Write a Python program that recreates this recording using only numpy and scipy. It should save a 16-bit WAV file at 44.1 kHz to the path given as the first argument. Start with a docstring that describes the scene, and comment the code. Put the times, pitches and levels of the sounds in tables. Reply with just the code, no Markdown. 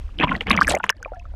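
"""Bubbles and deep glugs ring against a small sealed case dipped twice into a calm sea, then kept under.
Each is a short, dying sine with three smaller ones close by, and faint case tones ring along.
Swarms of tiny rings make the small bubbles, slosh and fizz of the churn; short tones with puffs of noise
make drops snap on the shell. Low noise rumbles with the swell and a microphone hisses faintly."""
import sys
import numpy as np
from scipy import signal
from scipy.fft import rfft, irfft
from scipy.io import wavfile

SR = 44100
rng = np.random.default_rng(int(sys.argv[2]) if len(sys.argv) > 2 else 0)


def makeup_ratio(level_db):
    """Linear amplitude ratio for a level in decibels (20 dB per factor of ten)."""
    decades = np.asarray(level_db, float) / 20
    return 10 ** decades


def digitize_waveform(pressure):
    """Quantize a signal to 16-bit integers and store it at the path in sys.argv[1].

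    Rows of a 2-D input are taken as channels; values are limited to [-1, 1].
    """
    field = np.atleast_2d(pressure).T
    bounded = np.clip(field, -1, 1)
    quanta = np.round(bounded * 32767).astype(np.int16)
    wavfile.write(sys.argv[1], SR, quanta)


N = 59535  # length in samples, 1.35 s


def rms_one(x):
    """Scales a sound to an rms of 1."""
    return x / np.sqrt(np.mean(x ** 2) + 1e-20)


def in_time(rows):
    """Columns of a table joined by straight lines in time."""
    seconds, *columns = np.transpose(rows)
    return [np.interp(np.arange(N) / SR, seconds, column) for column in columns]


def ring(clicks, hz, t60):
    """A resonance: a unit click sets a sine ringing that falls by 60 dB in t60 seconds."""
    shrink = makeup_ratio(-60 / (t60 * SR))  # per sample
    turn = 2 * np.pi * hz / SR
    # the tiny offset keeps the filter clear of extremely small numbers
    return signal.lfilter([0, np.sin(turn)], [1, -2 * shrink * np.cos(turn), shrink ** 2], clicks + 1e-18)


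def coloured_noise(spectrum):
    """Noise of rms 1, shaped by rows of Hz and relative dB per Hz."""
    hz, db = np.transpose(spectrum)
    grid = np.fft.rfftfreq(N, 1 / SR) + 1e-3
    shape_db = np.interp(np.log(grid), np.log(hz), db, -150, -150)
    return rms_one(irfft(rfft(rng.standard_normal(N)) * makeup_ratio(shape_db), N))


def add(out, start_s, sound):
    """Mixes a short sound into out, cut off at its end."""
    i = int(start_s * SR)
    out[i:i + len(sound)] += sound[:len(out) - i]


def swarm(level_db, per_s, cycles, low_hz, high_hz, spread_db, tilt_db):
    """Many small rings at random moments, sizes and pitches, each swelling softly."""
    sizes = makeup_ratio(spread_db * np.minimum(rng.exponential(1, N), 4)) * rng.choice([-1, 1], N)
    born = rng.random(N) < per_s / SR
    dealt = rng.integers(0, 24, N)  # which of 24 pitches each ring gets
    pitches = np.geomspace(low_hz, high_hz, 24)
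    gains = makeup_ratio(np.linspace(0, tilt_db, 24))  # tilt: highest pitch against lowest
    rings = np.zeros(N)
    for k, (hz, gain) in enumerate(zip(pitches, gains)):
        clicks = sizes * born * (dealt == k)
        # the second, shorter resonance softens the start
        rings += gain * hz * ring(ring(clicks, hz, cycles / hz), hz, 5 / hz)
    return makeup_ratio(level_db) * rms_one(rings)


def bubble(hz, cycles):
    """A pocket of air swells in about a cycle, rings and dies, rising a little in pitch."""
    c = np.arange(int((cycles + 2) / hz * SR)) * hz / SR  # time counted in cycles
    shape = (1 - np.exp(-c / BIRTH_CYCLES)) ** 2 * makeup_ratio(-60 * c / cycles)
    return shape * np.sin(2 * np.pi * c * (1 + 0.0004 * c))


# Single bubbles and glugs, loud and faint, before the case muffles them. Each row: time in seconds,
# level in dB, starting pitch in Hz, cycles to die by 60 dB.
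BUBBLES = [(0.092, -26.5, 1150, 6), (0.1879, -13.5, 3040, 40), (0.2005, -3, 2550, 16.5),
           (0.2043, -7, 269, 9), (0.2104, -9.5, 2560, 57), (0.2253, -3, 1870, 20), (0.2361, -7.5, 979, 65),
           (0.2378, 0, 1090, 12), (0.2376, -14, 154, 12), (0.273, -11, 1030, 15.5), (0.2814, -14, 2420, 27),
           (0.2924, -6, 2070, 12.5), (0.3152, -11, 1055, 61.5), (0.3186, -10.5, 1400, 33),
           (0.3518, -12.5, 1910, 41), (0.355, -22.5, 222.4, 45), (0.4084, -9.5, 2930, 32),
           (0.4113, -2.5, 2220, 7.5), (0.4696, -6.5, 2160, 12), (0.5065, 4.5, 2150, 13.5),
           (0.508, -5, 1110, 32.5), (0.5122, 1.5, 2620, 17.5), (0.5116, -15.5, 229, 55),
           (0.5143, -9, 3640, 55), (0.5303, -5, 2380, 20), (0.5487, -10.5, 1245, 23), (0.545, -17, 207, 20),
           (0.5761, 1, 2063, 17), (0.5787, -8, 2250, 57.5), (0.5868, -13.5, 192, 11),
           (0.5901, 6, 1185, 6.5), (0.6128, 1.5, 1182, 22.5), (0.6191, 2, 1560, 29.5),
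           (0.6218, -9, 1190, 20), (0.647, -12, 2340, 28), (0.6713, -12, 1725, 32), (0.6796, -1, 1660, 27),
           (0.6898, -13.5, 590, 22.5), (0.706, -2, 2470, 9.5), (0.7136, -5.5, 686, 9),
           (0.722, -12.5, 586, 20), (0.7399, -9, 741, 21.5), (0.746, -6.5, 389, 7.5), (0.7476, -4, 590, 12),
           (0.749, -12, 2067, 57), (0.7673, -4.5, 597, 9.5), (0.8005, -19, 1430, 48),
           (0.8041, -13.5, 960, 13.5), (0.834, -19, 2580, 43), (0.839, -15, 1560, 6),
           (0.8401, -7.5, 1007, 22), (0.8414, 8, 1810, 5), (0.8654, -4, 1490, 3.5),
           (0.8936, 5.5, 2740, 12.5), (0.8989, 4.5, 1600, 12.5), (0.9, -8.5, 1062, 17),
           (0.926, -29, 1680, 27.5), (0.981, -52, 1700, 62), (1.013, -43.5, 482, 70),
           (1.028, -24, 1510, 39), (1.0487, -21, 2394, 46), (1.059, -19, 1132, 13.5),
           (1.0597, -16.5, 612, 14.5), (1.078, -35.5, 868, 96), (1.121, -13, 597, 9),
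           (1.1337, -32.5, 733, 90), (1.136, -34.5, 1367, 70), (1.159, -41.5, 1692, 66.5),
           (1.1685, -34, 683, 101), (1.198, -35, 2590, 59), (1.254, -34.5, 1300.0, 36.5),
           (1.3402, -23.5, 630, 6.5)]
BIRTH_CYCLES = 0.58  # how slowly a bubble swells


def bubbles():
    """Every single bubble sheds three smaller ones, which ring just after it at nearby pitches."""
    mate_db, loss_db_per_cycle = -10.5, 0.1  # long-ringing bubbles shed fainter ones
    pitch_spread, lag_cycles, longest_cycles = 0.2, 5.0, 20.3
    out = np.zeros(N)
    chance = rng.uniform(-0.997, 1, (len(BUBBLES), 3, 2))
    for (s, db, hz, cycles), mates in zip(BUBBLES, chance):
        group = [(s, db, hz, cycles)]
        for lag, size in mates:
            mate_s = s + lag_cycles * abs(lag) / hz
            mate_level_db = db + mate_db - loss_db_per_cycle * cycles
            mate_hz = hz * np.exp(pitch_spread * size)
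            group.append((mate_s, mate_level_db, mate_hz, min(cycles, longest_cycles)))
        for one_s, one_db, one_hz, one_cycles in group:
            start_s = one_s - 2 * BIRTH_CYCLES / one_hz
            add(out, start_s, makeup_ratio(one_db) * bubble(one_hz, one_cycles))
    return out


# Tones of the case. Each row: pitch in Hz, level in dB, seconds to die by 60 dB.
CASE_MODES = [(205, -50, 0.13), (820, -62, .1), (1790, -61, 0.12)]


def case_ring(water):
    """The water's sound sets the case ringing faintly at its own pitches."""
    return sum(makeup_ratio(db) * ring(water, hz, t60) for hz, db, t60 in CASE_MODES)


def thump(slosh_db):
    """The slosh shoves the case: low noise around 76 Hz that follows its level."""
    hz = 75.6
    noise = coloured_noise([(hz / 2, -20), (hz, 0), (hz * 2, -20)])
    return makeup_ratio(slosh_db - 2.5) * noise


# Churn of water round the case. 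Each row: time in seconds, small bubbles in dB, fizz in dB, slosh in dB.
CHURN = [(0, -59.5, -102, -94), (.18, -59.5, -99, -46.5), (.198, -27, -57.5, -29),
         (.245, -18.5, -62, -25.5), (.26, -48.5, -69, -36), (.29, -31.5, -63, -27.5),
         (.36, -31, -56.5, -32), (.4, -55, -71.5, -42), (.415, -28.5, -51, -51.5), (.452, -64, -74, -40),
         (.47, -30.5, -61, -28.5), (.51, -26.5, -56, -30.5), (.59, -31, -67, -29.5),
         (.603, -42, -77.5, -40), (.63, -32.5, -40, -32.5), (.662, -43, -67.5, -43),
         (.705, -23, -23, -28.5), (.77, -32.5, -71, -43), (.82, -65.5, -76, -52), (.845, -37, -54, -38.5),
         (.885, -50, -73, -62), (.905, -24.5, -69.5, -54.5), (.925, -74, -103, -81),
         (.96, -61.5, -76, -58.5), (1.35, -65.5, -72.5, -61)]


def churn():
    """Churning water makes swarms of small bubbles, deep slosh and high fizz, and thumps the case."""
    small_db, fizz_db, slosh_db = in_time(CHURN)
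    small = swarm(small_db, per_s=1200, cycles=22, low_hz=450, high_hz=3300, spread_db=3, tilt_db=10.5)
    slosh = swarm(slosh_db, per_s=300, cycles=12, low_hz=170, high_hz=320, spread_db=2.5, tilt_db=9.5)
    fizz = swarm(fizz_db, per_s=3200, cycles=18, low_hz=3600, high_hz=12800, spread_db=3, tilt_db=-14)
    return small + slosh, fizz, thump(slosh_db)


def stray_bubbles():
    """Faint bubbles drift past once the case is under water, from 0.93 s on."""
    under = np.arange(N) > 0.93 * SR
    return under * swarm(-59, per_s=220, cycles=40, low_hz=520, high_hz=2700, spread_db=3, tilt_db=-8)


def muffle(water):
    """The sealed case dulls the water: a low-pass at 4160 Hz."""
    return signal.sosfilt(signal.butter(4, 4160, fs=SR, output="sos"), water)


# Drops and films snapping on the shell. Each row: time in seconds, level in dB, centre pitch in Hz.
SNAPS = [(0.184, -28, 4400), (0.24, -20.5, 4660), (0.364, -23, 4140), (0.4097, -22, 4750),
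         (0.47, -24, 4550), (0.4989, -6.5, 5030), (0.502, -19.5, 10240), (0.5081, -32.5, 8550),
         (0.513, -22, 8500), (0.5133, -3.5, 3760), (0.5175, -22.5, 10500), (0.533, -29, 6800),
         (0.5654, -14, 5250), (0.607, -13.5, 4570), (0.613, -11.5, 5240), (0.618, -25.5, 8600),
         (0.6316, -14, 5170), (0.648, -36, 8700), (0.6535, -37, 10600), (0.6715, -12.5, 5520),
         (0.6791, -10, 8700), (0.6866, -8.5, 9720), (0.6957, -5, 8260), (0.709, -32, 4400),
         (0.72, -10, 8500), (0.733, -28, 8950), (0.7513, -7.5, 6440), (0.774, -34, 8300.0),
         (0.787, -34, 7940), (0.834, -50, 9600), (0.8421, -22.5, 6360), (0.842, -35.5, 11700),
         (0.856, -36, 7000), (0.866, -38, 9100), (0.8943, -9.5, 7100), (0.9022, -3, 5550),
         (0.904, -22, 12960), (0.968, -38.5, 4120), (1.0285, -23, 6020), (1.146, -40.5, 5940),
         (1.195, -35.5, 5600)]


def snaps():
    """A snap is a tiny ring, a puff of noise round its pitch and a broad edge."""
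    attack_s, noise_t60_s, ring_cycles = 0.00099, 0.007, 30
    width = 0.16  # of the puff's band, as a share of the pitch
    puff_db, edge_db = 9, -6
    top_hz = 0.45 * SR
    t = np.arange(1200) / SR
    noise = rng.standard_normal((len(SNAPS), len(t))) * makeup_ratio(-60 * t / noise_t60_s)
    rise = (1 - np.exp(-t / attack_s)) ** 2
    out = np.zeros(N)
    for (s, db, hz), burst in zip(SNAPS, noise):
        narrow = signal.butter(2, [hz / (1 + width), min(hz * (1 + width), top_hz)], "band", fs=SR)
        broad = signal.butter(2, [hz / 2.2, min(hz * 2, top_hz)], "band", fs=SR)
        tone = 0.5 * np.sin(2 * np.pi * hz * t) * makeup_ratio(-60 * t * hz / ring_cycles)
        puff = makeup_ratio(puff_db) * signal.lfilter(*narrow, burst)
        edge = makeup_ratio(edge_db) * signal.lfilter(*broad, burst)
        add(out, s - attack_s, makeup_ratio(db) * rise * (tone + puff + edge))
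    return out


# Strength of the swell's rumble. Each row: time in seconds, level in dB.
SWELL = [(0, -30.5), (.16, -35.5), (.24, -35.5), (.33, -30.5), (.4, -41.5), (.49, -27.5), (.6, -48),
         (.68, -23.5), (.81, -62), (.85, -38.5), (.93, -43.5), (1.11, -39.5), (1.35, -34)]
# Colour of the rumble. Each row: frequency in Hz, relative level in dB per Hz.
RUMBLE = [(18, -3), (40, 0), (65, -3), (90, -10.5), (170, -38)]


def rumble():
    """The swell rumbles in the case: low noise that comes and goes."""
    return makeup_ratio(in_time(SWELL)[0]) * coloured_noise(RUMBLE)


# Colour of the hiss. Each row: frequency in Hz, relative level in dB per Hz.
HISS = [(100, -28), (250, -16.5), (600, -29.5), (1200, -34.5), (2700, -37), (5000, -40), (13000, -56.5),
        (16500, -55.5)]
# Strength of the hiss, fading until 0.8 s, then rising slightly. Each row: time in seconds, level in dB.
HISS_LEVEL = [(0, -54.5), (.8, -79.5), (1.35, -74)]


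def hiss():
    """The microphone's own faint noise."""
    return makeup_ratio(in_time(HISS_LEVEL)[0]) * coloured_noise(HISS)


def scene():
    """Water heard through the case, snaps and fizz on its shell, then rumble and hiss."""
    churned_water, fizz, thumps = churn()
    water = bubbles() + churned_water
    water += case_ring(water)
    water += stray_bubbles()
    shell = snaps() + fizz
    return (muffle(water) + shell + rumble() + thumps + hiss())[None]


def band_limit(x):
    """A steep low-pass at the top of the band."""
    return signal.sosfilt(signal.butter(12, 16460, fs=SR, output="sos"), x)


def record(dry):
    """The loudest peaks are rounded, then the treble is cut above 14400 Hz."""
    rounded = dry / (1 + dry ** 8) ** (1 / 8)
    mix = signal.sosfilt(signal.butter(8, 14400, fs=SR, output="sos"), rounded)
    return band_limit(mix)


dry = scene()
out = record(dry)
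digitize_waveform(out)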